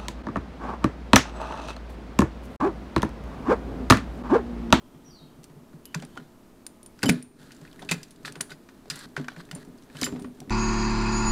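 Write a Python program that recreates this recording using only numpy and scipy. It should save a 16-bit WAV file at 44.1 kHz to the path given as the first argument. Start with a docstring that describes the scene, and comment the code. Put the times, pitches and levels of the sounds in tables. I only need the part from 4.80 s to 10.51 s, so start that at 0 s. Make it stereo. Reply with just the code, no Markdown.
"""The workshop hums faintly over steady air noise, and a bird outside gives one falling call near the start.
Steel spring compressors are unhooked from a coil spring and laid in a cardboard-lined sheet-metal tray.
Struck steel and castings ring as decaying modes, the tray thuds, and drags and slides are dense grains.
The heaviest blow lands at about 2.3 s and the recorder's gain ducks after it; more clinks, knocks
and short scraping slides follow to the end."""
import sys
import numpy as np
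from scipy import signal
from scipy.fft import rfft, irfft
from scipy.io import wavfile
from scipy.ndimage import minimum_filter1d

SR = 44100
rng = np.random.default_rng(int(sys.argv[2]) if len(sys.argv) > 2 else 0)


def unload_audio(sound):
    """Save the sound as a 16-bit wav file, at the path given as the first command line argument."""
    columns = np.transpose(np.atleast_2d(sound))
    # keep every value between -1 and 1, then stretch to whole-number steps
    steps = np.round(np.clip(columns, -1, 1) * 32767)
    wavfile.write(sys.argv[1], SR, steps.astype(np.int16))


def invert_db(level):
    """Linear amplitude ratio for a level in decibels (20 dB per decade), elementwise."""
    return 10 ** (np.asarray(level, dtype=float) / 20)


N = 251633  # length in samples

# spectrum of the workshop air: (frequency [Hz], relative density [dB per Hz])
AIR_SPECTRUM = [(12, -2), (20, -2.5), (111, -13), (147, -9.5), (169, -8.5), (281, -4.5), (351, -8),
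                (382, -18), (416, -13), (1280, -21.5), (1560, -26), (3140, -30), (3940, -30.5),
                (14700, -34.5), (15700, -41), (16000, -70)]
# likeness of the air in the two ears: (frequency [Hz], left-right likeness [0 to 1])
EAR_LIKENESS = [(60, 0.77), (180, 0.71), (550, 0.56), (1650, 0.75), (4970, 0.034), (15000, 0.029)]
# lines of a mains-driven machine: (frequency [Hz], rms level [dB])
HUM_LINES = [(118.4, -69), (199.2, -66), (236.9, -62), (269.2, -63.5), (355.3, -64.5), (414.5, -70.5),
             (473.7, -75.5), (592.2, -74.5), (651.4, -72.5), (882.9, -78), (1007, -78), (1244, -79.5)]
# faint narrow whines: (start [s], end [s], frequency [Hz], level [dB])
WHINES = [(0, .6, 1310, -74), (0, .6, 3200, -75), (1.05, 1.145, 2980, -64), (1.2, 1.42, 3100, -72)]
# hands at work: (time [s], drag of steel [dB], load shifting in the tray [dB])
HANDS = [(0.9, -90, -62), (1.13, -75, -61), (1.34, -66, -56.5), (1.55, -79, -80), (2.05, -96, -80),
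         (2.21, -60.5, -62), (2.5, -81, -54.5), (2.6, -56, -50), (2.75, -65.5, -69), (3.07, -63, -46.5),
         (3.25, -70, -60), (3.5, -67.5, -49), (3.68, -85, -71), (3.95, -71, -76), (4.09, -71, -49.5),
         (4.3, -71.5, -61), (4.68, -68.5, -54.5), (4.86, -72, -54.5), (5.09, -70.5, -59),
         (5.2, -46.5, -47.5), (5.43, -94, -47.5), (5.57, -68, -59.5), (5.7, -88, -64)]
# grain colour of dragged steel: (frequency [Hz], relative density [dB per Hz])
DRAG_SPECTRUM = [(700, -21), (1200, -6), (1450, -0.5), (1650, 1.5), (1930, -7), (2500, -12.5), (3300, -7.5),
                 (4200, -4), (5400, -9.5), (9600, -15), (14500, -15.5), (16000, -33)]
# what lingers after a blow, one pair each: (level against the blow [dB], t60 [s])
RATTLE_AFTER_KNOCK = (-35, 0.29)
JANGLE_AFTER_CLINK = (-46.5, 0.42)
RUSTLE_AFTER_SLAP = (-24.5, 0.19)
MURMUR_AFTER_THUD = (-18, 0.26)
# weight landing in the tray:
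# (time [s], strength before trim [dB], favoured pitch [Hz], cardboard slap against the strength [dB])
THUDS = [(0.147, -44, 146, -7), (0.283, -46, 148, -5), (0.414, -41.5, 156, -11), (0.579, -37.5, 139, -17),
         (0.697, -41, 144, -6), (0.759, -37.5, 146, -29), (0.936, -35, 161, -30),
         (1.151, -22.5, 168.6, -18), (1.201, -41, 185, -16), (1.224, -30.5, 215, -3.5),
         (1.369, -30, 220, -3.5), (1.399, -40.5, 153, -9), (2.233, -11.5, 217, -2), (2.249, -17.5, 148, -9),
         (2.258, -9.5, 250, -15), (2.29, 1.5, 214, -25), (2.815, -37, 160.5, -6), (3.019, -36.5, 206, 1.5),
         (3.111, -18, 179, -3.5), (3.445, -40, 166, -16), (3.562, -35.5, 142, -2.5),
         (3.605, -26.5, 400, -6), (3.712, -39, 160, -2), (4.108, -39, 158, -23), (4.249, -33.5, 252, -21),
         (4.376, -26.5, 139, -1.5), (4.397, -22.5, 246, -13), (4.571, -35, 167, -4),
         (4.727, -31.5, 176, -5.5), (4.759, -27, 299, -10), (4.874, -30.5, 238, -35), (5.149, -37, 146, 0),
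         (5.219, -19, 254, -5), (5.272, -24.5, 310, -4.5), (5.324, -18, 276, -19.5), (5.36, -34, 225, -2.5),
         (5.415, -28, 223, -28), (5.443, -23.5, 265, -17), (5.59, -33, 250, -34), (5.62, -29, 414, -31),
         (5.676, -28, 254, -30)]
# modes of the sheet-metal tray: (frequency [Hz], relative level [dB], t60 before damping [s])
TRAY_MODES = [(97.7, -11, 0.04), (148, 3.5, 0.25), (171.7, 3.5, 0.21), (222.3, 0.5, 0.072),
              (247.6, -0.5, 0.32), (279.2, 7.5, 0.057), (370, -18.5, 0.032), (396, 2.5, 0.1),
              (569, -12.5, 0.2)]
# the bird's glide: (time [s], frequency before tremble [Hz], level before trim [dB])
BIRD_GLIDE = [(0.243, 5890, -56), (.285, 5600, -53), (.295, 5100, -74), (.312, 4900, -48.5),
              (.32, 4570, -59), (.35, 4480, -50.5), (.385, 4010, -57.5), (.395, 3830, -57),
              (.46, 3753, -67)]
# bright steel on steel: (time [s], tick strength before scatter [dB], favoured pitch [Hz],
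# free ring against the tick before trim [dB], contact time scale [ms])
CLINKS = [(0.6324, -42, 4100, -30, 3.4), (0.6414, -32, 7950, -19, 4.2), (1.0545, -29, 12900, 6, 4.4),
          (1.1469, -13.5, 6740, -10, 0.8), (1.2002, -34, 3040, -7, 3), (1.2227, -31.5, 4200, -30, 2.6),
          (1.2497, -31.5, 9600, -29, 2.5), (1.3743, -35.5, 2970, -5, 4.3), (1.8656, -21, 9260, -15, 2.2),
          (2.03, -38.5, 9900, 0, 2.2), (2.061, -35, 9500, 3, 4.1), (2.1906, -40, 4960, -4, 7),
          (2.222, -40, 3030, -7, 8.3), (2.2306, -12.5, 5050, -11, 8.2), (2.2364, -13.5, 4030, -33, 2.4),
          (2.2568, -29, 5140, 8, 6), (2.263, -25, 3020, 2, 4.2), (2.2829, -21, 2850, -10, 13),
          (2.2907, -9, 6770, -25.5, 11), (2.2952, -1, 10200, -25, 5.4), (2.3, -5, 3440, -30, 0.94),
          (2.322, -28.5, 9100, 4, 6), (2.4253, -25.5, 9130, -3, 1.9), (2.7188, -34.5, 3560, -16, 8.9),
          (2.914, -51, 3800, 9, 5.4), (2.929, -42, 3000, -12, 2.3), (2.9954, -42, 9500, -4, 32),
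          (3.0215, -38, 3700, 5, 11), (3.089, -29, 3640, 7, 9.1), (3.0973, -28.5, 3500, -4, 18),
          (3.1125, -11, 7200, -20, 19), (3.1173, -13.5, 4300, -4, 5.3), (3.1263, -22, 3970, -30, 3),
          (3.2309, -24, 5300, -16, 7.3), (3.3074, -34.5, 10800, -22, 17), (3.456, -28, 4200, 3, 28),
          (3.478, -33, 4080, -20, 10), (3.5229, -28, 8500, -26, 2.9), (3.5558, -33, 3100, -19, 4.9),
          (3.6091, -10, 9350, -5, 4.3), (3.7046, -34, 3950, -1, 17), (3.7204, -38, 5030, -5, 9),
          (4.1003, -16, 4960, -8.5, 8.7), (4.1064, -23, 4870, -32, 13), (4.157, -29.5, 9350, -18, 11),
          (4.1905, -29.5, 7800, -10, 4.5), (4.368, -47, 10600, -6, 5.4), (4.413, -41, 3440, -26, 6),
          (4.4428, -44, 3090, -5, 5.5), (4.485, -42, 10700, -4, 5), (4.519, -41, 3300, -20, 5),
          (4.605, -44, 4400, -10, 9), (4.7125, -23.5, 3400, -21, 4.2), (4.75, -29.5, 9140, 0.5, 13),
          (5.1687, -29.5, 3070, -15, 6.3), (5.2137, -16, 6300, 1, 3.3), (5.2299, -17, 3980, 3, 14),
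          (5.2417, -29, 6700, 16.5, 9.9), (5.257, -21, 4950, -14, 13), (5.3965, -39, 8750, -30, 6.9),
          (5.4217, -36.5, 8700, -28, 6.7), (5.603, -32, 5700, -26, 1.9), (5.6964, -32, 4000, 2, 1.7)]
# modes of rods and spring: (frequency [Hz], relative level [dB], t60 before damping [s])
STEEL_MODES = [(3030, 0, .05), (3500, -3, .025), (3850, -2, .025), (4400, -2, .03), (4950, 0, .05),
               (5700, -6, .025), (6400, -6, .025), (7250, -1, .06), (7800, -6, .03), (9090, 2, .065),
               (9400, -3, .035), (9870, -3, .05), (10590, 3, .055), (12000, 2, .045), (12870, 2, .05)]
# a loose locking pin tinkles: (time [s], strength [dB])
PIN_TINKS = [(2.428, -46.5), (3.565, -55), (5.393, -52), (5.421, -51)]
# dull blows of the cast hooks:
# (time [s], strength before trim [dB], favoured pitch [Hz], contact time scale [ms])
KNOCKS = [(0.931, -39.5, 1160, 5.2), (1.144, -14, 1540, 9.2), (1.15, -24.5, 840, 9), (1.222, -39, 636, 15),
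          (1.359, -42, 960, 8.5), (1.374, -24.5, 1450, 3.1), (1.864, -41, 1760, 7.5),
          (2.19, -40, 1540, 4.3), (2.221, -32.5, 2220, 4.1), (2.23, -13.5, 1470, 11),
          (2.246, -21.5, 950, 3.4), (2.279, -28, 1624, 3.4), (2.291, -11, 592, 3.6), (2.294, 4, 2190, 4.5),
          (2.418, -35.5, 2300, 7.9), (2.707, -36.5, 1650, 25), (2.763, -54, 1500, 4.4),
          (2.85, -37.5, 1770, 11), (2.876, -44, 2430, 5), (2.992, -36.5, 1840, 15), (3.025, -31, 870, 11),
          (3.091, -16, 2630, 20), (3.114, -10, 2730, 1.7), (3.118, -9.5, 2500, 14),
          (3.449, -23.5, 1720, 2.7), (3.478, -18.5, 1535, 2.1), (3.554, -30, 1620, 5.5),
          (3.607, -17, 1430, 3.3), (3.707, -35.5, 1550, 7.7), (3.717, -29.5, 1600, 12.5),
          (3.888, -34, 1375, 7.7), (4.057, -36.5, 567, 4.6), (4.101, -27.5, 1280, 15),
          (4.11, -24, 1890, 11), (4.365, -14, 1505, 11.3), (4.379, -30, 1450, 2.9), (4.444, -30, 1500, 9),
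          (4.483, -14, 1450, 3.6), (4.518, -39, 624, 5), (4.563, -29, 1680, 6), (4.602, -30, 1490, 8.7),
          (4.689, -40, 2040, 15), (4.712, -29.5, 1420, 5), (5.1, -37, 1570, 3.2), (5.152, -37, 1770, 5),
          (5.233, -15, 1970, 11), (5.265, -21, 1390, 6.5), (5.35, -34, 638, 2.2), (5.393, -30.5, 940, 4.3),
          (5.446, -29, 1300, 6.4), (5.617, -38, 735, 4.9), (5.696, -31, 2040, 6.8)]
# modes of the cast hooks: (frequency [Hz], relative level [dB], t60 before damping [s])
HOOK_MODES = [(740, 2, .07), (940, 0, .035), (1150, 0, .025), (1450, 0, .035), (1560, 0, .03),
              (1800, 0, .03), (2100, 0, .03), (2350, 0, .025), (2620, 0, .035)]
# the threaded rod rings out of the hand: (time [s], strength per mode before mode weights [dB])
ROD_RINGS = [(2.243, -51), (2.258, -28), (4.367, -63), (5.215, -33), (5.243, -27), (5.258, -62)]
# the rod's share of the steel modes: (frequency [Hz])
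ROD_HZ = (3030, 4950, 7250, 9870, 10590, 12000, 12870)
# a hook slides along steel:
# (start [s], end [s], level at the start [dB], level at the end [dB], share of the upper rasp [dB])
SLIDES = [(3.449, 3.504, -46, -62, 4.5), (3.694, 3.742, -55, -67, 3), (4.103, 4.261, -56, -56.5, 5),
          (4.585, 4.619, -64, -62, 7), (4.72, 4.834, -77, -63, 0.3)]
# resonances of the sliding rasp: (frequency [Hz], width [Hz], relative level [dB])
RASP_BANDS = [(1500, 350, -4), (1930, 300, 0), (4250, 900, 0), (8300, 2500, -12)]
# tilt between the ears: (frequency [Hz], left minus right [dB])
EAR_TILT = [(60, -2), (240, -1.5), (950, -2.5), (3770, 0), (15000, -3)]

TREBLE_OF_DRAG_DB, RUSTLE_OF_LOAD_DB = 1, -19.5
DRAG_OF_SLIDE_DB, TREBLE_OF_SLIDE_DB = 2.5, 2.5
STRAY_TICK_DB = -43  # before each tick's own luck, at a drag of -65 dB
CLINK_SCATTER_DB = 4  # left-right spread
GRIP = .35  # a hand on the steel cuts its ringing to this share
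PIN_HZ, PIN_T60_S = 9050, 0.46


def in_time(rows, t):
    """Interpolate every column of a table over time."""
    s, *columns = np.transpose(rows)
    return [np.interp(t, s, column) for column in columns]


def at_hz(points, hz):
    """Read a spectral table on a log-frequency axis."""
    table_hz, values = np.array(points).T
    return np.interp(np.log(hz), np.log(table_hz), values)


def rms_one(x):
    """Level a signal to an rms of 1."""
    return x / np.sqrt(np.mean(x ** 2) + 1e-20)


def colour(x, spectrum):
    """Shape the last axis by a (frequency [Hz], level [dB]) table."""
    size = x.shape[-1]
    hz = np.fft.rfftfreq(size, 1 / SR) + 1
    return irfft(rfft(x) * invert_db(at_hz(spectrum, hz)), size)


def cut(x, hz, kind):
    """Second-order Butterworth filter, "low" or "high" pass."""
    sos = signal.butter(2, np.clip(hz, 10, SR / 2.2), kind, fs=SR, output="sos")
    return signal.sosfilt(sos, x)


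def ring(push, hz, t60):
    """One decaying mode: a unit click sets a sine of height 1 ringing."""
    r = invert_db(-60 / (t60 * SR))
    w = 2 * np.pi * hz / SR
    return signal.lfilter([0, np.sin(w)], [1, -2 * r * np.cos(w), r * r], push + 1e-18)


def place(s, shapes):
    """Lay one short shape at each time."""
    at = np.round(s * SR).astype(int)[:, None] + np.arange(shapes.shape[1])
    return np.bincount(at.ravel(), shapes.ravel(), N + shapes.shape[1])[:N]


def strike(modes, s, shapes, blow_db, favoured_hz, fall_db, spread_db, lasting):
    """Each blow drives all modes, most those near the pitch its spot favours (fall_db an octave away)."""
    out = np.zeros(N)
    luck = rng.standard_normal((len(s), len(modes)))
    for k, (hz, db, t60) in enumerate(modes):
        octaves_off = np.abs(np.log2(hz / favoured_hz))
        gain = invert_db(blow_db + db - fall_db * octaves_off + spread_db * luck[:, k])
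        out += (-1) ** k * ring(place(s, shapes * gain[:, None]), hz, t60 * lasting)
    return out


def chatter(ms, hz, fall_db):
    """Surfaces meet in rattling micro-impacts; returns pushes (energy 1) and direct sound (peak 1)."""
    t = np.arange(1500) / SR
    x = t / (np.clip(ms, .3, 30)[:, None] / 1000)
    noise = rng.standard_normal(x.shape) * np.minimum(t / 0.00032, 1) * np.exp(-2.0 * x ** 0.54)
    f = np.fft.rfftfreq(t.size, 1 / SR) + 1
    tint = invert_db(-fall_db * np.abs(np.log2(f / hz[:, None])))
    sound = irfft(rfft(noise) * tint, t.size)
    noise[:, 10] += 1.68 * np.linalg.norm(noise, axis=1)  # the first touch is one sharp click
    push = noise / np.linalg.norm(noise, axis=1, keepdims=True)
    return push, sound / np.abs(sound).max(axis=1, keepdims=True)


def linger(s, blow_db, after):
    """After each blow a level jumps up and dies away; powers add."""
    db, t60 = after
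    power = place(s, invert_db(2 * (blow_db + db))[:, None])
    return np.sqrt(signal.lfilter([1], [1, -invert_db(-120 / (t60 * SR))], power + 1e-18))


def workshop_air():
    """Steady air noise, its left-right likeness set by frequency, plus a machine's fixed sine lines."""
    f = np.fft.rfftfreq(N, 1 / SR) + 1
    alike = np.clip(at_hz(EAR_LIKENESS, f), 0, 1)
    mid, side = rfft(rng.standard_normal((2, N))) * invert_db(at_hz(AIR_SPECTRUM, f))
    air = irfft(np.sqrt(1 + alike) * mid + np.sqrt(1 - alike) * side * [[1], [-1]], N)
    t = np.arange(N) / SR
    phases = rng.uniform(0, 2 * np.pi, len(HUM_LINES))
    hum = np.zeros(N)
    for (hz, db), phase in zip(HUM_LINES, phases):
        hum += np.sqrt(2) * invert_db(db) * np.sin(2 * np.pi * hz * t + phase)
    return invert_db(-53.5) * rms_one(air) + hum


def whines():
    """Noise in a narrow resonance, fading in and out."""
    t = np.arange(N) / SR
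    out = np.zeros(N)
    for start, end, hz, db in WHINES:
        on = np.clip(np.minimum(t - start + 0.0093, end - t) / 0.019, 0, 1)
        out += invert_db(db) * on * rms_one(ring(rng.standard_normal(N), hz, 0.017))
    return out


def handling_levels():
    """Gains of drag, its treble, rustle and murmur: the hands, the slides and what lingers after blows."""
    drag, load = invert_db(in_time(HANDS, np.arange(N) / SR))
    slide = sum(slide_levels())
    thud_s, thud_db, _, slap_db = np.transpose(THUDS)
    knock_s, knock_db = np.transpose(KNOCKS)[:2]
    clink_s, clink_db = np.transpose(CLINKS)[:2]
    rattle = linger(knock_s, knock_db, RATTLE_AFTER_KNOCK)
    jangle = linger(clink_s, clink_db, JANGLE_AFTER_CLINK)
    drag_gain = drag + invert_db(DRAG_OF_SLIDE_DB) * slide + rattle
    treble_gain = invert_db(TREBLE_OF_DRAG_DB) * drag + invert_db(TREBLE_OF_SLIDE_DB) * slide + jangle
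    rustle_gain = invert_db(RUSTLE_OF_LOAD_DB) * load + linger(thud_s, thud_db + slap_db, RUSTLE_AFTER_SLAP)
    murmur_gain = load + linger(thud_s, thud_db, MURMUR_AFTER_THUD)
    return drag_gain, treble_gain, rustle_gain, murmur_gain


def handling():
    """Dragged steel sheds dense clicks into its modes; shifting weight rustles card and murmurs the tray."""
    drag_gain, treble_gain, rustle_gain, murmur_gain = handling_levels()
    grains = (rng.random(N) < 6000 / SR) * rng.standard_normal((2, N))  # 6000 a second
    grains = grains * invert_db(1.6 * rng.exponential(1, N))  # a few far larger than the rest
    grains = grains[0] + 0.24 * grains[1] * [[1], [-1]]  # slightly wide
    rasp = colour(grains, DRAG_SPECTRUM)
    low = cut(cut(rasp, 4940, "low"), 4940, "low")
    jangle = sum(ring(grains[0], hz, t60) * invert_db(db) for hz, db, t60 in STEEL_MODES if hz > 5500)
    high = cut(cut(rasp, 9700, "high"), 5344, "high")
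    treble = rms_one(high) + invert_db(-16.0) * rms_one(jangle)
    fibres = (rng.random(N) < 700 / SR) * rng.standard_normal(N)  # 700 a second
    rustle = rms_one(cut(cut(cut(fibres, 840, "high"), 840, "high"), 1000, "low"))
    push = rng.standard_normal(N)
    creep = sum(rms_one(ring(push, hz, t60)) * invert_db(db) for hz, db, t60 in TRAY_MODES)
    murmur = rms_one(cut(creep, 130, "high"))
    steel = drag_gain * rms_one(low) + treble_gain * treble
    return steel + rustle_gain * rustle + murmur_gain * murmur


def thuds():
    """Cardboard softens each landing to a push of a few ms; a sharper slap wakes the upper modes."""
    s, db, hz, slap_db = np.transpose(THUDS)
    bump = np.hanning(130)
    push = bump / bump.sum() * np.ones((len(s), 1))
    _, slap = chatter(np.full(len(s), 22.0), np.full(len(s), 480.0), fall_db=6.5)
    upper = strike(TRAY_MODES[-2:], s, push, db + slap_db - 4.0, 405.0,
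                   fall_db=21.0, spread_db=2.5, lasting=0.99)
    noise = place(s, slap * invert_db(db + slap_db - 0.5)[:, None])
    noise = cut(cut(noise, 200, "high"), 230, "high")
    body = strike(TRAY_MODES, s, push, db - 3.5, hz, fall_db=29.5, spread_db=1, lasting=0.9)
    return body + upper + noise


def bird():
    """A falling, breathy whistle: a sine with a randomly trembling pitch, smeared by outdoor echoes."""
    t = np.arange(N) / SR
    hz, db = in_time(BIRD_GLIDE, t)
    on = np.clip(np.minimum(t - BIRD_GLIDE[0][0], BIRD_GLIDE[-1][0] - t) / 0.011, 0, 1)
    tremble = 1 + .018 * rms_one(cut(rng.standard_normal(N), 120, "low"))
    call = np.sqrt(2) * on * invert_db(db) * np.sin(2 * np.pi * np.cumsum(hz * tremble) / SR)
    lag = np.arange(int(.4 * SR)) / SR
    echoes = rng.standard_normal((2, lag.size)) * invert_db(-60 * lag / 0.43) * invert_db(-32.5)
    return invert_db(-6.5) * call + signal.fftconvolve(call[None], echoes, axes=1)[:, :N]


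def stray_clinks(count=60):
    """Faint touches at random moments, mostly heard while steel is dragged; rows like CLINKS."""
    luck = rng.random((count, 3))
    s = luck[:, 0] * (N / SR - .05)
    drag_db = in_time(HANDS, s)[0]
    db = STRAY_TICK_DB + (drag_db + 65) - 3.0 * np.log(luck[:, 1] + 0.054)
    hz = 3000 * 2.9 ** luck[:, 2]
    return np.transpose([s, db, hz, np.full(count, -14.0), np.full(count, 6.0)])


def clinks():
    """A tick coloured by the spot hit, a short ring of the held part, a thin free ring and the pin."""
    s, tick_db, hz, free_db, ms = np.vstack([CLINKS, stray_clinks()]).T
    pan_db = CLINK_SCATTER_DB * rng.standard_normal(len(s)) - 2.0  # leaning a little right
    push, sound = chatter(ms, hz, fall_db=2.5)
    ticks = [place(s, sound * invert_db(tick_db + side * pan_db / 2)[:, None]) for side in (1, -1)]
    held = strike(STEEL_MODES, s, push, tick_db - 13, hz, fall_db=24, spread_db=3, lasting=GRIP)
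    free = strike(STEEL_MODES, s, push, tick_db + free_db - 4, hz, fall_db=45, spread_db=2, lasting=.75)
    pin_s, pin_db = np.transpose(PIN_TINKS)
    pin = ring(place(pin_s, invert_db(pin_db)[:, None]), PIN_HZ, PIN_T60_S)
    return cut(np.array(ticks), 2100, "high") + held + free + pin


def knocks():
    """Thick castings ring low and briefly under a burst of contact noise."""
    s, db, hz, ms = np.transpose(KNOCKS)
    push, sound = chatter(ms, hz, fall_db=6.0)
    contact = place(s, sound * invert_db(db - 8.0)[:, None])
    return contact + strike(HOOK_MODES, s, push, db - 4.5, hz, fall_db=24.0, spread_db=3, lasting=0.56)


def rod():
    """Struck near its end, the free rod sounds all its bending modes at once."""
    s, db = np.transpose(ROD_RINGS)
    modes = [mode for mode in STEEL_MODES if mode[0] in ROD_HZ]
    clicks = np.ones((len(s), 1))
    return strike(modes, s, clicks, db, 8000.0, fall_db=5.0, spread_db=0.0, lasting=1.66)


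def slide_levels():
    """The gain of each slide in time: a ramp in dB that starts and stops dead."""
    t = np.arange(N) / SR
    gains = []
    for start, end, from_db, to_db, _ in SLIDES:
        on = np.clip(np.minimum(t - start, end - t) / 0.0027, 0, 1)
        gains.append(on * invert_db(np.interp(t, [start, end], [from_db, to_db])))
    return gains


def slides():
    """Stick-slip grains in broad resonances, stopping dead."""
    grains = (rng.random(N) < 3000 / SR) * rng.standard_normal(N)  # 3000 a second
    grains = grains * invert_db(1.05 * rng.exponential(1, N))
    bands = []
    for hz, width, db in RASP_BANDS:
        t60 = np.log(1000) / (np.pi * width)
        bands.append(invert_db(db) * rms_one(ring(grains, hz, t60)))
    lower, upper = sum(bands[:2]), sum(bands[2:])
    return sum(gain * (lower + invert_db(row[-1]) * upper) for gain, row in zip(slide_levels(), SLIDES))


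def room(x, t60, treble_t60, early_db):
    """Near reflections off tray and hands, then a noise tail with its own decay for the treble."""
    lag = np.arange(int(.5 * SR)) / SR
    noise = rng.standard_normal((2, lag.size)) * np.clip(lag / 0.0039, 0, 1)
    low = cut(noise, 2100, "low")
    early = noise * invert_db(early_db - 60 * lag / 0.063)
    tail = low * invert_db(-60 * lag / t60) + (noise - low) * invert_db(-60 * lag / treble_t60)
    return signal.fftconvolve(x, tail + early, axes=1)[:, :N]


def scene():
    """The bench work with its ear differences and room, over bird, whines and workshop air."""
    bench = clinks() + knocks() + rod() + slides() + handling() + thuds()
    bench = cut(cut(bench, 39, "high"), 45, "high")  # a shallow tray radiates no deep bass
    bench = cut(bench, 9100, "low")  # the microphones roll the top off
    f = np.fft.rfftfreq(N, 1 / SR) + 1
    half_db = at_hz(EAR_TILT, f) / 2
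    # the left port is a little further off: 22 microseconds
    delay = np.exp(-2j * np.pi * f * [[22e-6], [0]])
    near = irfft(rfft(bench) * invert_db([half_db, -half_db]) * delay, N)
    walls = invert_db(-48.5) * room(cut(bench, 640, "high"), t60=0.37, treble_t60=0.39, early_db=4.5)
    return near + walls + bird() + whines() + workshop_air()


def low_pass(x):
    """Removes everything above the highest recorded frequency."""
    return signal.sosfilt(signal.butter(12, 16990, fs=SR, output="sos"), x)


def record(dry):
    """Gain control: loud peaks pull the gain down, it holds a moment and then springs back."""
    peak_db = 20 * np.log10(np.abs(dry).max(axis=0) + 1e-9)
    over_db = np.maximum(peak_db + 9.8, 0)  # excess above -9.8 dB
    hold = int(.29 * SR) | 1  # odd number of samples, looking back
    gain_db = minimum_filter1d(-.6 * over_db, hold, origin=hold // 2)
    r = np.exp(-1 / (0.0013 * SR))  # 1.3 ms smoothing
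    gain_db = signal.lfilter([1 - r], [1, -r], gain_db)
    return low_pass(dry * invert_db(gain_db))


dry = scene()
out = record(dry)
unload_audio(out)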